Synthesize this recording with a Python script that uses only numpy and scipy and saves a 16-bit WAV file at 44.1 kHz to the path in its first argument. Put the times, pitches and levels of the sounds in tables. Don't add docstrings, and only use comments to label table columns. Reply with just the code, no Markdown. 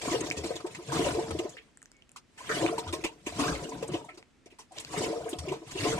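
import sys
import numpy as np
from scipy import signal
from scipy.fft import rfft, irfft, next_fast_len
from scipy.io import wavfile
from scipy.ndimage import uniform_filter1d

SR = 44100
rng = np.random.default_rng(int(sys.argv[2]) if len(sys.argv) > 2 else 0)


def unload_audio(sound):
    columns = np.transpose(np.atleast_2d(sound))
    steps = np.round(np.clip(columns, -1, 1) * 32767)
    wavfile.write(sys.argv[1], SR, steps.astype(np.int16))


N = 264211


def gain_of(db):
    return 10 ** (np.asarray(db) / 20)


def evened(x):
    return x / np.sqrt(np.mean(x ** 2) + 1e-20)


def add(mix, s, sound):
    part = mix[max(round(s * SR), 0):][:len(sound)]
    part += sound[:len(part)]


def colour(x, points, share=1):
    size = next_fast_len(x.shape[-1])
    f, db = np.transpose(points)
    hz = np.fft.rfftfreq(size, 1 / SR)
    curve_db = np.interp(np.log(hz + 1), np.log(f + 1), db)
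    return irfft(rfft(x, size) * gain_of(share * curve_db), size)[..., :x.shape[-1]]


def ring(x, modes):
    out = np.zeros(len(x))
    for k, (hz, width, db) in enumerate(modes):
        sign = (-1) ** k
        out += sign * gain_of(db) * signal.lfilter(*signal.iirpeak(hz, hz / width, SR), x)
    return out


def bubble(hz, length, glide, phase, rounded=1):
    u = np.arange(round(5 * length * SR) + 2) / SR / length
    swell = (np.e * 3 * u * np.exp(-3 * u)) ** rounded
    cycles = hz * length * u * (1 + glide * u)
    return swell * np.sin(2 * np.pi * (cycles + phase))


def grains(lo_hz, hi_hz, per_s, cycles, spread_db, count, glide=0.013):
    out = np.zeros(N)
    for hz in np.geomspace(lo_hz, hi_hz, count):
        starts = rng.random(N) < per_s / count / SR
        train = starts * gain_of(spread_db * np.minimum(rng.exponential(1, N), 4))
        grain = bubble(hz, cycles / hz, glide, rng.random()) * np.sqrt(hz)
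        out += signal.oaconvolve(train, grain)[:N]
    return evened(out)


def spread(shape, apart):
    shared, left, right = rng.standard_normal((3, *shape))
    return shared + apart * np.array([left, right])


def mottled(x, patchy_db, flutter_db):
    z = signal.stft(x, nperseg=512, noverlap=384)[2]
    fine, wide = rng.standard_normal((2, *z.shape[1:]))
    fine = evened(uniform_filter1d(uniform_filter1d(fine, size=3, axis=0), size=6, axis=1))
    wide = evened(uniform_filter1d(uniform_filter1d(wide, size=24, axis=0), size=8, axis=1))
    field = gain_of(patchy_db * fine + flutter_db * wide)
    return signal.istft(z * evened(field), nperseg=512, noverlap=384)[1][:, :x.shape[1]]


# [t/s at full spin, level/dB, paddle starts t/s before, full spin lasts t/s,
# curd swings back after t/s, paddle stops after t/s, push on the pot level/dB]
ROPE_PULLS = [(0.08, -2, .2, 0.053, 0.37, 0.52, 0), (0.96, -0.5, 0.24, 0.13, 0.33, 0.48, 2),
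              (2.553, -2, 0.15, 0.074, 0.32, 0.5, -3), (3.411, -1.5, 0.15, 0.077, 0.52, 0.55, 5),
              (4.98, -2.5, 0.23, 0.054, 0.52, 0.57, 0.5), (5.848, 0.5, 0.17, 0.048, .35, .5, 4.5)]
# [level/dB at full spin, start level/dB against full spin,
# rise dB per s, sag level/dB, sag t/s, swing-back level/dB, settling dB per s, share of the push 0-1]
LAYER_FOLLOWS = [(-32, -25, 222, 14.5, 0.16, 4.5, 111, 0.31), (-34, -17, 145, 20, 0.17, 0.5, 73, 0),
                 (-41, -17.5, 140, 10, 0.11, 6, 174, 0.85)]
SWING_S, START_DB_PER_S = 0.043, 408


def surge(row):
    top_db, start_db, rise, sag_db, sag_s, swing_db, settle, share = LAYER_FOLLOWS[row]
    t, power = np.arange(0, N + 64, 64) / SR, 0
    for s, db, lead, hold, back, stop, push_db in ROPE_PULLS:
        u = t - s
        starting = start_db + START_DB_PER_S * np.minimum(u + lead, 0)
        level = np.maximum(rise * np.minimum(u, 0), starting)
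        level -= sag_db * (1 - np.exp(-np.maximum(u - hold, 0) / max(sag_s, .01)))
        level += swing_db * np.exp(-((u - back) / SWING_S) ** 2)
        level -= settle * np.maximum(u - stop, 0)
        power = power + gain_of(level + db + share * push_db) ** 2
    return gain_of(top_db) * np.interp(np.arange(N) / SR, t, np.sqrt(power))


# [t/s, 3 ms after the start; level/dB before the pot; f/Hz; length t/s, swell peaks at 1/3]
BIG_POCKETS = [(0.079, -27.5, 275, 0.013), (0.083, -27.5, 1072, 0.021), (0.116, -24.5, 323, 0.024),
               (0.147, -16.5, 433, 0.0089), (0.215, -25, 340, 0.01), (0.265, -33.5, 335, 0.024),
               (0.388, -32, 413, 0.014), (0.441, -31.5, 335, 0.032), (0.508, -21, 478, 0.0088),
               (0.555, -36.5, 336, 0.02), (0.645, -26, 355, 0.024), (0.787, -36.5, 345, 0.03),
               (0.882, -37, 456, 0.059), (0.93, -29.5, 317, 0.02), (1.068, -21.5, 559, 0.011),
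               (1.145, -26, 432, 0.028), (1.181, -20.5, 343, 0.023), (1.357, -35.5, 576, 0.012),
               (1.393, -23.5, 343, 0.022), (1.454, -25.5, 355, .012), (1.546, -46.5, 520, 0.012),
               (2.162, -54, 970, 0.0064), (2.408, -36.5, 1006, 0.013), (2.492, -33.5, 430, 0.045),
               (2.494, -30, 1544, 0.023), (2.577, -32, 634, 0.014), (2.631, -21.5, 544, 0.014),
               (2.642, -20, 326, 0.027), (2.683, -31, 336, 0.038), (2.728, -26.5, 658, 0.017),
               (2.782, -25, 933, 0.013), (2.933, -25.5, 341, 0.015), (2.937, -29.5, 1040, 0.021),
               (3.045, -24, 328, 0.015), (3.092, -44, 895, 0.025), (3.271, -25, 328, 0.0091),
               (3.325, -36.5, 660, 0.01), (3.389, -27.5, 276, 0.041), (3.416, -26, 251, 0.015),
               (3.722, -33.5, 960, 0.01), (3.828, -24.5, 482, 0.011), (3.889, -31.5, 352, 0.033),
               (3.941, -23, 328, 0.025), (3.986, -40.5, 923, 0.021), (4.045, -41.5, 906, 0.013),
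               (4.086, -45, 708, 0.014), (4.089, -45, 1280, 0.022), (4.092, -43, 2130, 0.011),
               (4.135, -49, 347, 0.03), (4.177, -43, 347, 0.014), (4.464, -42, 367, 0.0067),
               (4.526, -48, 362, 0.013), (4.593, -43, 1025, 0.0075), (4.712, -49, 740, 0.012),
               (4.721, -44.5, 700, .01), (4.762, -47, 780, .01), (4.774, -41.5, 600, 0.0095),
               (4.912, -41, 1110, 0.0088), (4.94, -32.5, 714, 0.018), (5.01, -22.5, 345, 0.011),
               (5.039, -27, 450, 0.013), (5.084, -31.5, 310.4, 0.054), (5.13, -26.5, 573, 0.016),
               (5.156, -31, 457, 0.042), (5.207, -32.5, 600, 0.014), (5.256, -29, 443, 0.033),
               (5.331, -25.5, 335, 0.013), (5.453, -36, 595, .02), (5.474, -30, 365, 0.035),
               (5.515, -25, 369, 0.023), (5.616, -40.5, 320, 0.031), (5.754, -30, 367, 0.024),
               (5.863, -30.5, 1022, 0.035), (5.929, -25.5, 448, 0.017)]
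# [f/Hz, width/Hz, level/dB]
POT_AIR = [(315, 44, -1.5), (448.1, 15.6, 3), (532, 46, -6.5), (602, 87, -6), (717.7, 34, -6),
           (910, 30, -11.5), (1020, 77, -14), (1270, 11.4, -14.5), (1520, 18, -24)]
PLOP_SHARE, PLOP_GLIDE = 0.26, 0.04
POCKET_ROUND = 1.6


def gurgle():
    swarm = grains(229.5, 1760, 1200, 2.7, spread_db=5, count=24)
    plops = grains(452.7, 1522, 70, 10.5, spread_db=4.0, count=16, glide=PLOP_GLIDE)
    big, slop, t = np.zeros(N), np.zeros(N), np.arange(SR // 5) / SR
    noises = rng.standard_normal((len(BIG_POCKETS), len(t)))
    for (s, db, hz, length), noise in zip(BIG_POCKETS, noises):
        length = np.clip(length, .004, .08)
        pocket = bubble(hz, length, 0.021, 0.19 * noise[0], POCKET_ROUND)
        add(big, s - .003, gain_of(db) * pocket)
        fall = noise * (1 - np.exp(-t / 0.0016)) * np.exp(-t / (0.65 * length))
        add(slop, s - .001, gain_of(db) * fall)
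    slop = signal.sosfilt(signal.butter(2, [500, 2200], "band", fs=SR, output="sos"), slop)
    small = evened(ring(swarm, POT_AIR) + 0.073 * swarm) + PLOP_SHARE * plops
    pockets = 0.89 * big + 0.1 * ring(big, POT_AIR)
    return surge(row=0) * small + pockets + 9.3 * ring(slop, POT_AIR)


# [f/Hz, level/dB per Hz]
SPRAY_COLOUR = [(470, -14.5), (800, -12.5), (1000, -8), (1350, -17), (2030, -10), (2540, -9.5),
                (3410, -10.5), (6270, -13.5), (8130, -13.5), (14400, -36), (15500, -42)]
SPLATS_PER_S, SPLAT_T60_S, SPLAT_DB = 40, .12, -12


def spray():
    shared, left, right = (grains(892.7, 8290, 500, 18, spread_db=3, count=20) for _ in range(3))
    blobs = shared + np.array([left, right])
    fizz = mottled(spread((N,), apart=5.3) + blobs, patchy_db=4, flutter_db=2.2)
    t = np.arange(SR // 8) / SR
    thrown = (rng.random(N) < SPLATS_PER_S / SR) * rng.exponential(1, N)
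    swell = gain_of(-60 * t / SPLAT_T60_S) * (1 - np.exp(-t / .006))
    splats = signal.oaconvolve(thrown, swell)[:N]
    fizz = fizz * (1 + gain_of(SPLAT_DB) * evened(splats))
    return surge(row=1) * evened(colour(fizz, SPRAY_COLOUR))


# [t/s, 2 ms after the start; peak level/dB; wet body f/Hz; t/s to fall by 60 dB;
# body level/dB over the spray]
WALL_SLAPS = [(0.0152, -28, 1130, 0.72, -18), (0.207, -24.5, 7150, 0.038, -6),
              (0.27, -32.5, 3060, 0.062, -21), (0.3185, -27, 2080, 0.034, 1),
              (0.3684, -26.5, 5150, 0.17, -10), (0.4363, -28, 980, 0.42, -38),
              (0.5569, -27, 3600, 0.11, -17), (0.605, -36.5, 1280, 0.041, -1),
              (0.665, -33, 1280, 0.083, -22), (0.748, -29.5, 1860, 0.099, -12),
              (0.9195, -20.5, 1020, 0.38, 1), (0.9923, -35, 1040, 0.28, 12), (1.308, -25.5, 980, 0.047, 3),
              (1.3889, -24.5, 2430, 0.08, -6), (1.493, -36, 6840, 0.1, 8), (1.572, -36, 2410, 0.13, 34),
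              (2.162, -34, 1120, 0.087, -3.5), (2.3768, -35.5, 1710, 0.54, -10),
              (2.4929, -21, 1620, 0.27, 6.5), (2.6877, -24, 1000, 0.05, 19), (2.7806, -26, 1010, 0.1, -18),
              (2.8768, -32.5, 3380, 0.092, 0), (2.927, -24, 1030, 0.12, -24), (3.04, -20.5, 2600, 0.12, -1),
              (3.2648, -24, 2510, 0.18, -5), (3.392, -20, 1140, 0.66, 3), (3.5523, -28.5, 2190, 0.086, 8),
              (3.645, -55, 1080, 0.029, -22), (3.692, -36, 6350, 0.074, 16), (3.776, -45, 6050, 0.1, -7),
              (3.827, -32.5, 5070, 0.065, -16), (3.879, -34.5, 7450, 0.043, 16),
              (3.918, -35, 5450, 0.31, -15), (3.936, -27, 2900, 0.18, -2.5),
              (4.047, -45.5, 7500, 0.062, 14), (4.089, -39, 2200, 0.13, 13), (4.144, -50, 5900, 0.11, -10),
              (4.1749, -41, 1300, 0.11, -14), (4.4595, -45.5, 2250, 0.074, -3.5),
              (4.5028, -49, 2330, 0.3, -3), (4.5874, -38, 1010, 0.16, -13),
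              (4.7208, -45.5, 7800, 0.051, -1), (4.763, -38.5, 2800, 0.56, -16),
              (4.78, -32, 3200, 0.065, 14), (4.799, -28.5, 8350, 0.058, 2), (4.927, -30.5, 1000, 0.22, 0.5),
              (5.2917, -29.5, 8300, 0.096, 23), (5.3301, -29.5, 3140, 0.054, 1),
              (5.387, -27, 970, 0.071, -24), (5.484, -29, 2440, 0.2, 1), (5.5195, -29.5, 940, 0.18, -0.5),
              (5.711, -30, 2600, 0.17, -30), (5.9258, -26, 1270, 0.13, 2.5)]


def slaps():
    out, t = np.zeros((N, 2)), np.arange(SR // 5) / SR
    rags = mottled(spread((len(WALL_SLAPS) * len(t),), apart=1.2), patchy_db=4, flutter_db=2.5)
    for (s, db, hz, t60, body_db), noise in zip(WALL_SLAPS, np.split(rags, len(WALL_SLAPS), axis=1)):
        peak = signal.iirpeak(hz, 2.1, SR)
        body = evened(signal.lfilter(*peak, signal.lfilter(*peak, noise)))
        puff = evened(colour(noise, SPRAY_COLOUR)) + gain_of(body_db) * body
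        puff *= gain_of(-60 * t / max(t60, .01)) * (1 - np.exp(-t / 0.0038))
        add(out, s - .002, gain_of(db) * puff.T / abs(puff).max())
    return out.T


# [t/s, 5 ms after the start; level/dB; f/Hz at the start]
POT_THUDS = [(0.157, -40.5, 132), (0.375, -39, 82.6), (0.88, -35.5, 142.7), (1.304, -35, 87),
             (2.62, -41.5, 120), (2.873, -36, 92), (3.512, -35.5, 63.3), (5.386, -37, 84),
             (5.479, -41, 151), (5.793, -37, 105)]
# [f/Hz, width/Hz, level/dB]
POT_ON_MAT = [(60.4, 6.7, -34), (84.4, 7.9, 3.5), (109, 30, 2), (160, 62, 6.5)]


def heave():
    pushes, left, right = (grains(45, 210, 90, 1.6, spread_db=2.2, count=8) for _ in range(3))
    rock = np.array([ring(pushes + 0.077 * own, POT_ON_MAT) + 0.15 * pushes for own in (left, right)])
    knocks = np.zeros(N)
    for (s, db, hz), phase in zip(POT_THUDS, rng.random(len(POT_THUDS))):
        add(knocks, s - .005, gain_of(db) * bubble(hz, 0.064, -0.039, phase))
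    return surge(row=2) * evened(rock) + knocks


# [t/s, peak level/dB, ring f/Hz, brightest f/Hz of the click, click share 0-1 (at least 0.2 is used)]
DROPS = [(0.302, -19.5, 2320, 5260, 0.96), (0.3118, -17, 2420, 2000, 0.28), (1.569, -36, 1890, 6900, 0.2),
         (1.773, -36, 1850, 7550, 0.76), (1.818, -41, 1830, 7900, 0.53), (1.828, -31.5, 1370, 7740, 0.78),
         (1.8577, -36.5, 1750, 5630, 0.81), (1.917, -39, 1610, 5930, 0.93), (1.9675, -49, 2240, 5900, 1),
         (2.022, -42, 3040, 5730, 0.43), (2.093, -43, 2730, 8100, 0.67), (2.1172, -38, 2500, 8800, 0.88),
         (2.6636, -16, 2490, 1700, 0.4), (4.2273, -40, 2120, 1200, 0.62), (4.7853, -21, 2870, 5000, 0.98),
         (4.8487, -26.5, 2800, 4500, 0.67)]


def ticks():
    out, t = np.zeros(N), np.arange(600) / SR
    for (s, db, hz, bright_hz, share), noise in zip(DROPS, rng.standard_normal((len(DROPS), len(t)))):
        bright = [(bright_hz, 2200, 0)]
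        click = 0.3 * evened(colour(noise, SPRAY_COLOUR)) + evened(ring(ring(noise, bright), bright))
        click = evened(click) * gain_of(-60 * t / 0.0026)
        tone = np.sin(2 * np.pi * hz * t * (1 - 15 * t))
        tone *= (1 - np.exp(-t / .0005)) * gain_of(-60 * t / .0065)
        share = np.clip(share, .2, 1)
        drop = share * click + (1 - share) * 2 * tone
        add(out, s, gain_of(db) * drop / abs(drop).max())
    return out


# [start t/s, end t/s, f/Hz, level/dB (rms before the fades)]
FAR_WHISTLE = (1.915, 2.02, 2210, -68)


def whistle():
    start, end, hz, db = FAR_WHISTLE
    air = rng.standard_normal(round((end - start) * SR))
    sine = np.sin(2 * np.pi * hz * np.arange(len(air)) / SR)
    tone = evened(sine + .6 * evened(ring(air, [(hz, 40, 0)])))
    out = np.zeros(N)
    add(out, start, gain_of(db) * tone * signal.windows.tukey(len(air), .5))
    return out


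def shed(x, t60, lo_hz):
    at = np.arange(40, SR // 3, 22)
    taps = np.zeros((2, SR // 3 + 22))
    sizes = rng.choice([-1., 1.], (2, len(at))) * gain_of(-60 * at / SR / t60)
    np.put_along_axis(taps, at + rng.integers(0, 22, sizes.shape), sizes, 1)
    high = signal.sosfilt(signal.butter(1, lo_hz, "high", fs=SR, output="sos"), x)
    return signal.oaconvolve(high[None], taps / np.linalg.norm(taps[0]), axes=1)[:, :N]


# [f/Hz, level/dB per Hz]
SHED_AIR = [(18, -58), (30, 4), (95, 1.5), (164, 1.5), (208, -0.5), (249, 6), (292, 1), (575, -8.5),
            (921, -12), (2000, -11.5), (4090, -18), (8000, -22.5), (10500, -31), (12000, -38), (15500, -62)]
AIR_DB = -65


def still_air():
    return gain_of(AIR_DB) * evened(colour(spread((N,), apart=1.0), SHED_AIR))


# [f/Hz, level/dB]
LEFT_OVER_RIGHT = [(60, 5), (120, 1), (240, 2.5), (480, 3.5), (950, 2.5), (1890, -2.5), (3770, -1),
                   (7520, 1), (15000, -0.5)]


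def scene():
    small, drops = gurgle() + whistle(), ticks()
    reflections = gain_of(-3.5) * shed(small + 0.45 * drops, t60=0.15, lo_hz=830)
    pot = small + drops + heave() + spray() + slaps() + reflections
    left = colour(pot[0], LEFT_OVER_RIGHT, share=.5)
    right = colour(np.roll(pot[1], shift=6), LEFT_OVER_RIGHT, share=-.5)
    return np.array([left, right]) + still_air()


def band_limit(x):
    return signal.sosfilt(signal.butter(12, 15870, fs=SR, output="sos"), x)


def record(dry):
    edge = signal.firwin(301, 15300, window=("kaiser", 8), fs=SR)
    mix = signal.oaconvolve(dry, edge[None], "same")
    return band_limit(mix)


dry = scene()
out = record(dry)
unload_audio(out)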